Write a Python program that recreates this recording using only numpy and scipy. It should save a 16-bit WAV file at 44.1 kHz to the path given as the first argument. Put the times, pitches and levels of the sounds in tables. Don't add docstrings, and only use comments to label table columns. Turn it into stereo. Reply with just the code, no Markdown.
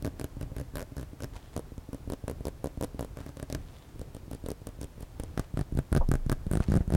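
import sys
import numpy as np
from scipy import signal
from scipy.fft import rfft, irfft
from scipy.io import wavfile
from scipy.ndimage import uniform_filter1d

SR = 44100
rng = np.random.default_rng(int(sys.argv[2]) if len(sys.argv) > 2 else 0)


def log_audio(samples):
    frames = np.atleast_2d(samples).T
    limited = np.clip(frames, -1, 1)
    pcm = np.round(limited * 32767).astype(np.int16)
    wavfile.write(sys.argv[1], SR, pcm)


N = 306936
TIME = np.arange(N) / SR
TILT_S = 5.3

# first catch in s, lead of the
# fingertip landing in ms (1 or less: already down), number of catches, first to last catch in ms,
# ratio of each gap to the one before, thump level in dB, rasp level in dB,
# swell from first to last catch in dB, typical release in ms.
STROKES = [ (0.0481, 0, 4, 28, 1.15, -22, -40, -1, .5), (.197, 0, 3, 46.5, 1.86, -23.5, -36.5, 4.5, 0.35),
           (.413, 43, 2, 17, 1, -24.5, -42, 2, 1.4), (0.566, 47, 4, 47.5, .85, -26.5, -42, 0.5, 1.04),
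           (0.7562, 17.5, 7, 70.5, .93, -28, -38.5, -6.5, 0.21),
           (.968, 46, 5, 62, 1.07, -29, -45, -2, 0.84), (1.2052, 71.5, 4, 39, .7, -27, -39.5, 7, 0.48),
           (1.565, 0.5, 3, 29, 1.35, -22.5, -38.5, -4.5, 0.49),
           (1.9316, 41, 2, 15, 1, -24.5, -44.5, -1, 0.7), (2.101, 24, 3, 34.5, .65, -21, -38.5, 1.5, 0.32),
           (2.2808, 40, 3, 32, .85, -22, -39, -5.5, 0.33), (2.454, 45, 3, 29, .85, -21.5, -37, -1, 0.25),
           (2.6435, 0, 3, 28, .87, -20, -40, -4.5, 0.22),
           (2.8115, 35.5, 5, 34.5, .65, -21, -36.5, -1, 0.23),
           (2.994, 47, 4, 53.7, 1.17, -23, -38.5, -5, 0.22),
           (3.172, 0, 3, 33.5, 1.06, -30.5, -48, -3, 0.45), (3.2644, 1, 2, 28, 1, -29.5, -46, 0, 0.67),
           (3.3711, 1, 3, 57.5, 1.05, -27.5, -41.5, 4.5, 0.68),
           (3.501, 0.5, 3, 48.5, .92, -23, -32.5, 6, 0.43), (3.995, 34.5, 2, 20.5, 1, -30, -46, 5, 0.86),
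           (4.1492, 0.5, 2, 18, 1, -30.5, -45, 1, 1.2), (4.3141, 33, 3, 35.5, .88, -28, -42, -0.5, 1.4),
           (4.4624, 21.5, 4, 54.5, .72, -22.5, -36.5, 0.5, .35), (4.671, 52.5, 2, 19, 1, -29, -42, -7, .65),
           (4.8147, 24.5, 3, 30, .73, -29, -40, -0.5, 1.6), (5.0086, 28, 2, 21, 1, -30.5, -44, 4, 2.7),
           (5.199, 0.5, 2, 37, 1, -25, -36.5, -5, 0.36), (5.3767, 0.5, 2, 19, 1, -17, -33, 3.5, 0.14),
           (5.5735, 32, 3, 38.5, 1.04, -18, -39.5, -0.5, .4), (5.7737, 21, 2, 16, 1, -15.5, -38, 5.5, 0.57),
           (5.928, 8, 5, 49.5, .6, -13, -35, -1, 0.29), (6.116, 0, 3, 38.5, .67, -14, -34.5, -7, 0.19),
           (6.2972, 32, 3, 29, .42, -14, -31.5, 2.5, 0.16), (6.5141, 46, 4, 58.5, .93, -15, -36.5, 1, .4),
           (6.604, 0.5, 1, 0, 1, -11, -44, 0, 0.58), (6.72, 18, 5, 53, .72, -12.5, -40, 1, 0.73),
           (6.807, 0.5, 1, -1.5, 1, -15.5, -62, 0, 1.9), (6.9041, 25, 4, 46.5, .79, -15, -38.5, 10, 0.65)]
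# frequency in Hz, relative density in dB per Hz.
DRAG_COLOUR = [(60, -27), (500, 18.5), (1500, 10.5), (3000, 6), (9500, -2), (16000, -21)]


def undb(db):
    return 10 ** (np.asarray(db) / 20)


def unit(x):
    return x / np.sqrt(np.mean(x ** 2))


def add(out, sound, s):
    start = int(round(s * SR))
    lo, hi = max(start, 0), min(start + sound.shape[-1], N)
    out[:, lo:hi] += sound[..., lo - start:hi - start]


def decay(t, t60):
    return np.exp(-np.log(1000) * t / t60)


def resonate(x, hz, width_hz):
    return signal.lfilter(*signal.iirpeak(hz, hz / width_hz, fs=SR), x + 1e-18)


def colour(x, points):
    hz, db = np.transpose(points)
    f = np.maximum(np.fft.rfftfreq(N, 1 / SR), 1)
    gain = unit(undb(np.interp(np.log(f), np.log(hz), db)))
    return irfft(rfft(x) * gain, N)


def stereo_noise(size, side):
    mid, apart = rng.standard_normal((2, size))
    return np.array([mid + side * apart, mid - side * apart]) / np.hypot(1, side)


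def on_seam(s):
    # start in s, end in s.
    seam_spans = [(0, 1.3), (3.1, 3.6)]
    return any(start < s < end for start, end in seam_spans)


def background(side=0.84, waver_db=3.5, level_db=-44.5):
    # frequency in Hz, relative density in dB per Hz.
    room_colour = [(12, -50), (25, 4.5), (40, 3), (75, 0), (145, -5.5), (200, -14.5), (260, -12.5),
                   (400, -17.5), (850, -23.5), (1500, -30), (3000, -35.5), (8000, -39.5), (16000, -42.5)]
    air = unit(colour(stereo_noise(N, side), room_colour))
    rumble = signal.lfilter(*signal.butter(1, 300, fs=SR), air)
    drift = unit(uniform_filter1d(rng.standard_normal(N), 5000))
    waver = undb(waver_db * drift)
    return undb(level_db) * (air + (waver - 1) * rumble)


def weave(grain_db):
    grip = unit(uniform_filter1d(rng.standard_normal(N), 50))
    return unit(undb(grain_db * np.minimum(grip, 2.5)))


def rubs():
    # middle in s, swell length in s,
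    # level in dB at the middle, frequency in Hz that the touched fold favours.
    brushes = [(1.363, 0.03, -52.5, 890), (1.43, 0.15, -62, 3250), (1.544, 0.021, -56, 1000),
               (3.218, .05, -58, 1400), (3.587, 0.059, -65, 2320), (3.777, 0.21, -61, 3500),
               (5.307, 0.064, -65, 3000), (5.44, 0.035, -60.5, 2500), (6.631, 0.025, -48, 2540),
               (6.711, 0.063, -53, 4320)]
    seam, upright, tilted = (-59, 1650), (-64, 3150), (-57.5, 1880)
    lag_s, extra_s = .006, 0.032
    rows = []
    for s, _, _, length_ms, *_ in STROKES:
        half_s = length_ms / 1000 / 2
        db, hz = tilted if s > TILT_S else seam if on_seam(s) else upright
        rows.append((s + half_s + lag_s, half_s + extra_s, db, hz))
    return rows + brushes


def sliding(fold_size=1.1, fold_q=6.7):
    grip = weave(grain_db=6)
    friction = colour(grip * stereo_noise(N, 0.35), DRAG_COLOUR)
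    out = np.zeros((2, N))
    for s, length_s, db, hz in rubs():
        near = np.abs(TIME - s) < 2 * length_s
        pressure = np.exp(-2 * ((TIME[near] - s) / length_s) ** 2)
        rub = friction[:, near]
        rub = unit(rub + fold_size * resonate(rub, hz, hz / fold_q))
        out[:, near] += undb(db) * pressure * rub
    return out


def catches():
    release_growth = 1.44
    rasp_fade_db = -2
    rasp_ms, rasp_power = 1.24, 1.28
    scatter_db = 0.5
    rows = []
    for start_s, _, count, length_ms, slowing, thump_db, rasp_db, swell_db, release_ms in STROKES:
        travel = np.cumsum(slowing ** np.arange(count)) - 1
        times = start_s + length_ms / 1000 * travel / max(travel[-1], 1e-9)
        for k, s in enumerate(times):
            along = (k - (count - 1) / 2) / max(count - 1, 1)
            force_db = swell_db * along + scatter_db * rng.standard_normal()
            release = release_ms * release_growth ** along
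            thread_db = rasp_db + force_db + rasp_fade_db * along
            rows.append((s, thump_db + force_db, thread_db, release, rasp_ms * release ** rasp_power))
    return rows


def landings():
    # time in s, thump peak in dB, rasp level in dB.
    taps = [(.0256, -28, -38), (1.7212, -32.5, -64), (1.7811, -29.5, -49), (5.7251, -21.5, -55),
            (6.0905, -15, -36.5), (6.6869, -15.5, -54)]
    landing_db, thread_db = -6, -28.5
    rows = []
    for s, lead_ms, _, _, _, stroke_db, *_ in STROKES:
        if lead_ms > 1:
            thump_db = stroke_db + landing_db
            rows.append((s - lead_ms / 1000, thump_db, thump_db + thread_db))
    return taps + rows


def panel(force, s, peak_db, left_direct_db=-18, right_direct_db=-9, tilted_direct_db=-7):
    # centre in Hz and
    # width in Hz before the shifts below, left and right relative gain in dB before scatter.
    upright_modes = [(59, 150, -51, 1), (128, 56, -42, -5), (280.4, 60, -8.5, 6.5), (444, 59, 0.5, 6),
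                     (542, 135, 4.5, 5), (646, 90, -14, -2.5), (936, 110, -8, 3.5), (1550, 390, -23, -7)]
    seam_modes = [(68.3, 60, -35, 1.5), (133, 28, -32, 3), (280.4, 35, -32, 7.5), (434, 120, 3.5, -8),
                  (596, 54, 2, 9), (870, 55, -9, -3), (1140, 210, -2.5, 2.5), (1544, 150, 0.5, 11)]
    tilted_modes = [(52, 93, 4.5, 7.5), (137.5, 30, 0, 11), (256, 84, -5.5, 8.5), (389, 170, -4, 1.5),
                    (628, 70, 0.5, 5), (796, 37, -6, 0), (1230, 200, 3, 6.5), (1516, 130, 7, 11.5),
                    (2020, 90, -6, -3)]
    taut_s, taut_rise = 6.45, 1.29
    tilted = s > TILT_S
    modes = tilted_modes if tilted else seam_modes if on_seam(s) else upright_modes
    direct_db = [tilted_direct_db] * 2 if tilted else [left_direct_db, right_direct_db]
    out = undb(direct_db)[:, None] * force
    for hz, width_hz, left_db, right_db in modes:
        shift, strength = rng.standard_normal(2)
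        if s > taut_s and hz < 500:
            hz, width_hz = taut_rise * hz, taut_rise * width_hz
        ring = resonate(force, hz * np.exp(.055 * shift), width_hz)
        gain_db = np.array([[left_db], [right_db]]) + 2.85 * strength
        out = out + undb(gain_db) * ring
    bend_hz = 25 if tilted else 55
    pole = np.exp(-2 * np.pi * bend_hz / SR)
    out = signal.lfilter([pole, -1], [1, -pole], out)
    return out * undb(peak_db) / np.abs(out.mean(axis=0)).max()


def rasp(envelope, db, grain_db=4, side=0.33, crease_hz=4500, crease_size=0.5):
    size = len(envelope)
    steps_db = grain_db * np.repeat(rng.standard_normal(size), 6)[:size]
    burst = envelope * undb(steps_db) * stereo_noise(size, side)
    hz = np.clip(crease_hz * np.exp(.7 * rng.standard_normal()), 1200, 12000)
    burst = burst + crease_size * resonate(burst, hz, hz / 5)
    energy = np.mean(np.sum(burst ** 2, axis=1))
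    return burst * undb(db) * np.sqrt(SR / 1000 / energy)


def fingers(plucks, tug_ms=1.04, slip_ms=0.1, settle_ms=5, settle_db=-25, pluck_db=-1, contact_ms=0.78):
    # frequency in Hz, relative density in dB per Hz.
    thread_colour = [(600, 0), (1500, 1), (2500, -4.5), (3800, -2.5), (5500, -1), (7200, -2), (9500, 3.5),
                     (11500, -3.5), (16000, -9.5)]
    seam_colour = [(600, -16), (1500, 1.5), (2500, 2), (3800, -1), (5500, 2), (7200, -1.5), (9500, 1),
                   (11500, 0.5), (16000, -10)]
    lead_s = .012
    ms = 1000 * (TIME[:3072] - lead_s)
    before, after = np.minimum(ms, 0), np.maximum(ms, 0)
    thumps, threads, seam_threads = np.zeros((3, 2, N))
    for s, thump_db, thread_db, release_ms, length_ms in plucks:
        force = -np.exp(before / tug_ms - after / release_ms)
        add(thumps, panel(force, s, thump_db + pluck_db), s - lead_s)
        scrape = np.exp(before / length_ms - after / slip_ms)
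        settling = np.exp(before / tug_ms - after / settle_ms)
        envelope = scrape + undb(settle_db) * settling
        layer = seam_threads if on_seam(s) else threads
        add(layer, rasp(envelope[:1536], thread_db), s - lead_s)
    for s, thump_db, thread_db in landings():
        age = np.maximum(ms / contact_ms + 2, 0)
        force = age ** 2 * np.exp(-age)
        add(thumps, panel(force, s, thump_db), s - lead_s)
        add(threads, rasp((age * np.exp(-2 * age))[:1024], thread_db), s - lead_s)
    return thumps + colour(threads, thread_colour) + colour(seam_threads, seam_colour)


def lining(plucks, shake_db=-26, shake_ms=7, drag_db=-19, drag_ms=10, fibre_db=-15):
    # frequency in Hz, relative density in dB per Hz.
    lining_colour = [(150, -27), (300, 2), (550, 10), (850, 2.5), (1150, -1), (1600, -2), (2400, -17.5),
                     (6000, -22), (16000, -32)]
    ms = 1000 * TIME[:2000]
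    shake, drag = np.zeros((2, 2, N))
    for s, thump_db, thread_db, _, _ in plucks:
        add(shake, undb(thump_db + shake_db) * np.exp(-ms / shake_ms) * stereo_noise(len(ms), 0.28), s)
        add(drag, undb(thread_db + drag_db) * np.exp(-ms / drag_ms) * stereo_noise(len(ms), 0.1), s)
        for lag_s in rng.uniform(-.006, .012, size=2):
            fibre = rasp(np.exp(-ms[:200] / 0.28), min(thread_db, -38) + fibre_db)
            add(drag, fibre, s + lag_s)
    return colour(shake, lining_colour) + colour(drag, DRAG_COLOUR)


def nudge(nudge_s=5.999, squeak_s=6.014, squeak_db=-30):
    # frequency in Hz, 60 dB decay time in s,
    # left and right amplitude before the smoothing below.
    stand_modes = [(26, 1.63, 0.1, 0.1), (47.4, 2.3, 0.11, -0.099), (40.7, 0.068, 0.4, 0.18)]
    age = np.maximum(TIME - nudge_s, 0)
    sway = np.zeros((2, N))
    for hz, t60, left, right in stand_modes:
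        sway -= np.array([[left], [right]]) * np.sin(2 * np.pi * hz * age) * decay(age, t60)
    rub = stereo_noise(N, .4)
    foam = resonate(rub, 790, 260) + resonate(rub, 460, 400)
    foam = signal.sosfilt(signal.butter(6, 1080, fs=SR, output="sos"), foam)
    pressure = np.exp(np.minimum((TIME - squeak_s) / .004, (squeak_s - TIME) / .012))
    return uniform_filter1d(sway, 150) + undb(squeak_db) * unit(foam) * pressure


def zip_pull(s=6.527, tick_db=-38, ring_db=-44, ring_hz=8950, t60=0.15):
    t = TIME[:8192]
    tick = rasp(np.exp(-t / 0.00044), tick_db)
    ring = resonate(stereo_noise(len(t), 0.31), ring_hz, 1300)
    ring = unit(resonate(ring, ring_hz, 1300))
    out = np.zeros((2, N))
    add(out, tick + undb(ring_db) * ring * decay(t, t60), s)
    return out


def room(x, wet_db=-19, t60=0.41):
    t = TIME[:12000]
    tail = rng.standard_normal((2, len(t))) * decay(t, t60) * (t > .005)
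    tail = tail / np.sqrt(np.sum(tail ** 2, axis=1, keepdims=True))
    echo = signal.fftconvolve(x, tail, axes=1)[:, :N]
    return x + undb(wet_db) * signal.lfilter(*signal.butter(1, 4000, fs=SR), echo)


def scene():
    plucks = catches()
    handling = fingers(plucks) + lining(plucks) + sliding() + zip_pull()
    return room(handling) + nudge() + background()


def record(dry):
    x = signal.sosfilt(signal.butter(1, 16, "high", fs=SR, output="sos"), dry)
    return signal.sosfilt(signal.ellip(8, .2, 70, 16300, fs=SR, output="sos"), x)


dry = scene()
out = record(dry)
log_audio(out)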